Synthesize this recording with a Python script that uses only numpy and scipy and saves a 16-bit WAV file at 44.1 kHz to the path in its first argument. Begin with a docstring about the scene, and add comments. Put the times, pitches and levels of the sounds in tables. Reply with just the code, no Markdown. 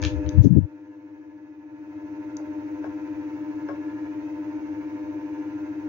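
"""A small desk fan, close by and off to the right, on a stereo microphone in a furnished room. Its motor
hums on the mains harmonics and throbs as the rotor slips; air rushes through blades and grille.
The fan's hand-held power box clicks, ticks and knocks as it is lifted. A finger thumps the left port,
and the recorder's limiter ducks everything for a good second before it recovers. Early on, the
microphone moves out of the room's standing waves."""
import sys
import numpy as np
from scipy import signal
from scipy.fft import rfft, irfft
from scipy.io import wavfile
from scipy.ndimage import uniform_filter1d, minimum_filter1d

SR = 44100
rng = np.random.default_rng(int(sys.argv[2]) if len(sys.argv) > 2 else 0)


def dump_mix(stems):
    """Bounce the given channels to the path in sys.argv[1] as a 16-bit WAV at rate SR."""
    frames = np.atleast_2d(stems).T  # one column per channel
    limited = np.clip(frames, -1, 1)  # hard clip at full scale
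    pcm = np.round(limited * 32767).astype(np.int16)
    wavfile.write(sys.argv[1], SR, pcm)


N = 259308

BUZZ_HZ, THROB_HZ = 100.213, 13.11
# the low hum swells late in a throb cycle, the overtones above it earlier
HUM_HZ, SWELL_SPAN_HZ = 300, 370
HUM_SWELL_CYCLES, WHINE_SWELL_CYCLES = 0.82, 0.17
WHINE_MULTIPLE, WHINE_SWING = 17, 0.71
RUSH_DB, RUSH_NEAR_DB = -1, 1.5   # air gain, and its lift before the microphone moves away
LEAVE_AT_S, LEAVE_S = .72, 0.19
ROOM_T60_S, PORT_LAG_S, CUTOFF_HZ = 0.22, .00013, 15800

# motor lines: (multiple of the buzz [rounded in use], base level [dB], left-right [dB])
MOTOR_LINES = [ (1, -60, 3), (2, -68, 5.5), (3, -34.5, 3), (4, -60.5, 4), (5, -57.5, 10.5), (6, -59, -13),
               (7, -74, 19), (8, -69.5, 1.5), (9, -54.5, -5), (10, -60.5, -0.5), (11, -76, -1.5),
               (13, -72, -6.5), (14, -70, -12.5), (15, -72, -4), (16, -68.5, -1.5), (17, -63.5, 7.5),
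               (19, -76, -8.5), (21, -70.5, -0.5), (22, -80.5, -1.5), (26, -74.5, -5), (27, -80, -12),
               (28, -88.5, 5.5), (63.7, -93.5, 8.5)]
# how the lines throb and wander: (frequency [Hz], depth [0-1], phase sway [rad], wander [dB])
THROB_BY_PITCH = [(300, .69, .7, .25), (500, .22, .25, 1.8), (620, .2, .2, 2.4), (920, .7, .3, 1.1),
                  (1400, .3, .3, 2.2), (1700, .65, .3, 1.6), (3000, .5, .4, 2.2)]
# the 1.7 kHz whine comes and goes; WHINE_SWING scales this curve: (time [s], unscaled level [dB])
WHINE_CURVE = [(2.0, -64), (2.78, -77.5), (2.86, -70), (4.07, -64), (4.25, -75.5), (5.84, -70.5),
               (5.88, -76.5)]
# standing waves at the microphone's first spot: (centre [Hz], width [Hz], left [dB], right [dB])
ROOM_WAVES = [(492, 98, 11.5, 14.5), (2600, 110, 12.5, 9.5), (6510, 200, 19.5, 16.5)]
# air through blades and grille: (frequency [Hz], base density [dB], left-right [dB], likeness [0-1])
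AIR_SPECTRUM = [(20, -103, 6.5, .5), (47.3, -99, 3.5, 0.56), (74, -84.5, 15.5, 1), (116, -69.5, 1, 0.11),
                (171, -83, 3, 0.44), (359, -68.5, 1.5, 0.72), (493, -87.5, 4, 1), (570, -82, 2, 0.98),
                (1110, -86.5, 2, 0.057), (2510, -89, -5, 0.3), (3230, -104, 8, 0.06),
                (3700, -104, 8, 0.058), (5830, -108, 6, 0.22), (6000, -104, 11, 0.057),
                (7400, -108, -4.5, 0.057), (12500, -101, 0, .1), (15000, -106.5, 5.5, 0.1)]
# finger on the left port: (time [s], length [s], peak [dB], upper edge [Hz])
FINGER_THUMPS = [(0.0, 0.096, -13.5, 108), (0.093, 0.13, -17, 93.5), (0.214, 0.092, -16.5, 99),
                 (0.316, 0.11, -13.5, 113.6), (0.365, 0.062, 4, 127), (0.432, 0.056, 9, 306),
                 (0.486, 0.066, 5.5, 248), (0.542, .06, 10.5, 300), (0.582, 0.086, -4, 145)]
# small sharp ticks of the box: (time [s], dry peak [dB], left-right [dB], brightness [Hz])
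BOX_TICKS = [(.018, -35, 21, 6970), (.2905, -35, 23, 3000), (2.368, -31, 10, 9000)]
# their bright ring: (frequency [Hz], relative level [dB], t60 [s])
TICK_RING = [(3770, -8.5, 0.0056), (4670, -14.5, 0.021), (5920, -3.5, 0.011), (6530, -3, 0.015),
             (6070, -11, 0.025)]
# clicks of the plastic case: (time [s], dry peak [dB], left-right [dB], brightness [Hz])
CASE_CLICKS = [(.0262, -19.5, 9.5, 7340), (.0375, -21.5, -16, 7060), (.0502, -12.5, 5.5, 6600),
               (.2635, -43, 22, 3980)]
# modes of the case: (frequency [Hz], relative level [dB], t60 [s])
CASE_MODES = [(1360, -10.5, 0.02), (1747, -8.5, 0.051), (2320, -12.5, 0.085), (2660, -0.5, 0.0078),
              (3197, -10, 0.021), (3740, 12, 0.0013), (4260, -6.5, 0.0052), (5800, -17, 0.0023),
              (6570, -5, 0.014)]
# dull knocks of the carrying handle: (time [s], dry peak [dB], left-right [dB], brightness [Hz])
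HANDLE_KNOCKS = [(2.4, -34, 3.5, 800), (2.842, -29.5, 6.5, 1600), (2.851, -32.5, 1.5, 500),
                 (3.6872, -26.5, 4, 1800), (3.694, -31.5, 11.5, 1470), (3.7125, -51, -1, 3940)]
# modes of the hollow box under the handle: (frequency [Hz], relative level [dB], t60 [s])
BOX_MODES = [(414, 0, 0.057), (575, 0, 0.062), (680, -4.5, 0.054), (805, -3, 0.054), (1070, -6.5, 0.048),
             (1375, -4.5, 0.03), (1590, 1.5, 0.029), (2260, -7, 0.026), (5300, -3, .02)]


def from_db(db):
    """Decibels to gain."""
    return 10 ** (np.asarray(db) / 20)


def rms_one(x):
    """Scale to unit power."""
    return x / np.sqrt(np.mean(x ** 2) + 1e-20)


def seconds():
    """Time of every sample."""
    return np.arange(N) / SR


def pan(left_right_db):
    """Gains of the two channels."""
    return from_db(np.array([[.5], [-.5]]) * left_right_db)


def butter(x, edge_hz, kind, order=2):
    """Causal Butterworth filter."""
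    return signal.sosfilt(signal.butter(order, edge_hz, kind, fs=SR, output="sos"), x)


def drift(rate_hz):
    """Smooth random curve of spread 1 that changes about rate_hz times a second."""
    pole = np.exp(-80 * np.pi * rate_hz / SR)
    slow = signal.lfilter([1], [1, -2 * pole, pole * pole], rng.standard_normal(N // 40 + 2002))[2000:]
    return np.interp(np.arange(N) / 40, np.arange(len(slow)), rms_one(slow))


def delayed(x, lag_s):
    """Both channels arrive later, by a fixed or a moving lag."""
    t = seconds()
    return np.array([np.interp(t - lag_s, t, channel) for channel in x])


def add(out, at_s, sound):
    """Mix a short stereo sound in at its time."""
    start = max(round(at_s * SR), 0)
    out[:, start:start + sound.shape[1]] += sound[:, :N - start]


def motor(uneven_db=0.52, sway_lag_cycles=0.067, lopsided=0.1, jitter=0.3):
    """Magnetic pull shakes the motor twice a mains cycle; rotor slip swells and sways each line."""
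    t, out = seconds(), np.zeros((2, N))
    points_hz, *columns = np.transpose(THROB_BY_PITCH)
    unsteady_db = uneven_db * drift(10.0)
    for multiple, level_db, side_db in MOTOR_LINES:
        harmonic = round(multiple)
        hz = harmonic * BUZZ_HZ
        depth, sway, wander_db = [np.interp(hz, points_hz, c) for c in columns]
        hum_share = np.exp(-max(hz - HUM_HZ, 0) / SWELL_SPAN_HZ)
        swell_cycles = WHINE_SWELL_CYCLES + (HUM_SWELL_CYCLES - WHINE_SWELL_CYCLES) * hum_share
        slip = 2 * np.pi * (THROB_HZ * t - swell_cycles)
        late = slip - 2 * np.pi * sway_lag_cycles
        swell = 1 + depth * (np.cos(slip) - lopsided * np.cos(2 * slip))   # round tops, sharp dips
        swing = sway * (np.cos(late) + lopsided * np.cos(2 * late))
        line = (swell + 1j * swing) * np.exp(2j * np.pi * (hz * t + rng.random()))
        lift_db = unsteady_db + standing_wave_db(hz) + (whine_db() if harmonic == WHINE_MULTIPLE else 0)
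        shortness = min(harmonic / 10, 2)   # short waves change more from place to place
        for channel in range(2):
            turn = shortness * jitter * drift(3)
            gain = from_db(level_db + lift_db[channel] + wander_db * drift(2.6)) * pan(side_db)[channel]
            out[channel] += np.sqrt(2) * gain * np.real(line * np.exp(1j * turn))
    return out


def whine_db():
    """Rise and fall of the whine about its mean level."""
    level_db = np.interp(seconds(), *np.transpose(WHINE_CURVE))
    return WHINE_SWING * (level_db - level_db.mean())


def at_first_spot():
    """Falls smoothly from 1 to 0 as the microphone leaves the place where it began."""
    return 1 / (1 + np.exp((seconds() - LEAVE_AT_S) / LEAVE_S))


def standing_wave_db(hz):
    """Standing waves lift the lines near their pitch until the microphone moves away."""
    boost_db = sum(np.array([[left_db], [right_db]]) * np.exp(-.5 * ((hz - centre_hz) / width_hz) ** 2)
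                   for centre_hz, width_hz, left_db, right_db in ROOM_WAVES)
    return boost_db * at_first_spot()


def air(gain_db, flutter=0.054, swell_cycles=0.33):
    """Smooth rush of the blades, fluttering a little in step with the motor."""
    hz = np.maximum(np.arange(N // 2 + 1) * SR / N, 1)
    points_hz, *columns = np.transpose(AIR_SPECTRUM)
    level_db, side_db, alike = [np.interp(np.log(hz), np.log(points_hz), c) for c in columns]
    mid, side = rfft(rng.standard_normal((2, N)))
    ports = np.sqrt(1 + alike) * mid + np.sqrt(1 - alike) * side * [[1], [-1]]
    rush = irfft(ports * from_db(level_db) * pan(side_db), N) * np.sqrt(SR) / 2
    swell = 1 + flutter * np.cos(2 * np.pi * (THROB_HZ * seconds() - swell_cycles))
    return moving_echoes(rush) * from_db(gain_db) * swell


def moving_echoes(x, echo_db=-12, sway_s=0.00017, above_hz=1800, count=6):
    """Floor and cupboard send back the treble; as the microphone moves, their comb pattern shifts."""
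    treble = butter(x, above_hz, "high")
    echoes = sum(delayed(treble, rng.uniform(0.00093, .009) + sway_s * drift(0.92)) for _ in range(count))
    return x + from_db(echo_db) * echoes


def finger_thumps(low_hz=68, body_hz=75, right_db=-52):
    """Skin drags over the left port in short lumps of rumble, brighter when pressed harder."""
    out = np.zeros((2, N))
    for at_s, length_s, peak_db, top_hz in FINGER_THUMPS:
        rumble = butter(rng.standard_normal((2, SR // 2)), low_hz, "high", order=4)
        rumble = butter(rumble, top_hz, "low", order=5)
        rumble = butter(rumble, body_hz, "low", order=1)
        # the rumble is levelled to an even strength before each thump is shaped
        strength = np.sqrt(uniform_filter1d(rumble ** 2, size=700) + 1e-12)
        size = round(length_s * SR)
        lump = (rumble / strength)[:, SR // 4:SR // 4 + size] * signal.windows.tukey(size, .7)
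        # the port leaks the deepest bass and rings on briefly
        lump = butter(np.pad(lump, [(0, 0), (0, SR // 10)]), 67, "high", order=5)
        add(out, at_s, from_db([[peak_db], [peak_db + right_db]]) * lump / np.abs(lump).max())
    return out


def blows(events, modes, crack_db, crack_s, crack_hz):
    """Each contact gives a brief crack and rings every mode with a strength of its own."""
    t, out = np.arange(SR // 5) / SR, np.zeros((2, N))
    for at_s, peak_db, side_db, bright_hz in events:
        ring = np.zeros(len(t))
        for hz, level_db, t60 in modes:
            decay = from_db(level_db + rng.standard_normal() - 60 * t / t60)
            ring += decay * np.sin(2 * np.pi * (hz * t + rng.random()))
        crack = butter(rng.standard_normal(len(t)) * np.exp(-t / crack_s), crack_hz, "high")
        blow = butter(ring + from_db(crack_db) * crack, bright_hz, "low")
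        add(out, at_s, from_db(peak_db) * pan(side_db) * blow / np.abs(blow).max())
    return out


def room(x, wet_db, wall_s=0.0042):
    """A diffuse tail builds up once the first wall has answered, unrelated at the two ports."""
    t = np.arange(SR // 2) / SR
    build_up = 1 - np.exp(-(t / wall_s) ** 2)
    tail = rng.standard_normal((2, len(t))) * from_db(-60 * t / ROOM_T60_S) * build_up
    tail /= np.sqrt(np.sum(tail ** 2, axis=1, keepdims=True))
    return x + from_db(wet_db) * signal.fftconvolve(x, tail, axes=1)[:, :N]


def box_ticks():
    """Small sharp contacts ring brightly, louder on the left, with little room on them."""
    return room(blows(BOX_TICKS, TICK_RING, crack_db=-8.5, crack_s=0.0014, crack_hz=1470), wet_db=-11.5)


def case_clicks():
    """The plastic case clicks in the hand, and the room answers."""
    return room(blows(CASE_CLICKS, CASE_MODES, crack_db=0.0, crack_s=0.0016, crack_hz=1404), wet_db=-1.5)


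def finger_scrape(at_s=0.4565, width_s=0.021, level_db=-43, ring_db=4):
    """The finger slides over the shell with a soft, grainy hiss."""
    hiss = butter(rng.standard_normal((2, N)), 1800, "high") * from_db(1.7 * drift(120))
    hiss = hiss + from_db(ring_db) * butter(hiss, [5800, 6500], "band", order=1)
    stroke = np.exp(-.5 * ((seconds() - at_s) / width_s) ** 2)
    return room(from_db(level_db) * rms_one(hiss) * stroke, wet_db=-13)


def handle_knocks():
    """The handle knocks on the hollow box, which is too small to radiate much bass."""
    knocks = blows(HANDLE_KNOCKS, BOX_MODES, crack_db=-0.5, crack_s=0.0025, crack_hz=350)
    return butter(room(knocks, wet_db=-0.5), 240, "high")


def scene():
    """Fan, handled box and finger as they reach the microphone's two ports."""
    fan = motor() + air(RUSH_DB + RUSH_NEAR_DB * at_first_spot())
    clicks = case_clicks()
    # fan, ticks and knocks reach the left port slightly later
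    airborne = fan + box_ticks() + handle_knocks()
    left = delayed(airborne, round(PORT_LAG_S * SR) / SR)[0]
    ports = np.array([left, airborne[1]])
    return ports + clicks + finger_thumps() + finger_scrape()


def limiter(x, hold_s=1.1, release_s=.36):
    """Overload pulls the gain down at once; it is held, then comes back, quickly at first."""
    over_db = 20 * np.log10(np.maximum(np.abs(x).max(axis=0), 1))
    half = round(hold_s * SR / 2)
    held_db = -minimum_filter1d(-over_db, 2 * half + 1, origin=half, mode="constant")
    fading = np.exp(-seconds() / release_s)
    cut_db = np.maximum.accumulate(held_db / fading) * fading
    ahead_db = -minimum_filter1d(-cut_db, size=400)
    smooth_db = uniform_filter1d(uniform_filter1d(ahead_db, size=200), size=200)
    return x * from_db(-smooth_db)


def record(dry):
    """The recorder has a deep hollow in the treble, a limiter and a steep top cut."""
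    hollow = butter(dry, [6900, 15000], "bandstop", order=12)
    coloured = hollow + from_db(-21.0) * dry
    top_cut = signal.ellip(10, .1, 80, CUTOFF_HZ, fs=SR, output="sos")
    return signal.sosfilt(top_cut, limiter(coloured))


dry = scene()
out = record(dry)
dump_mix(out)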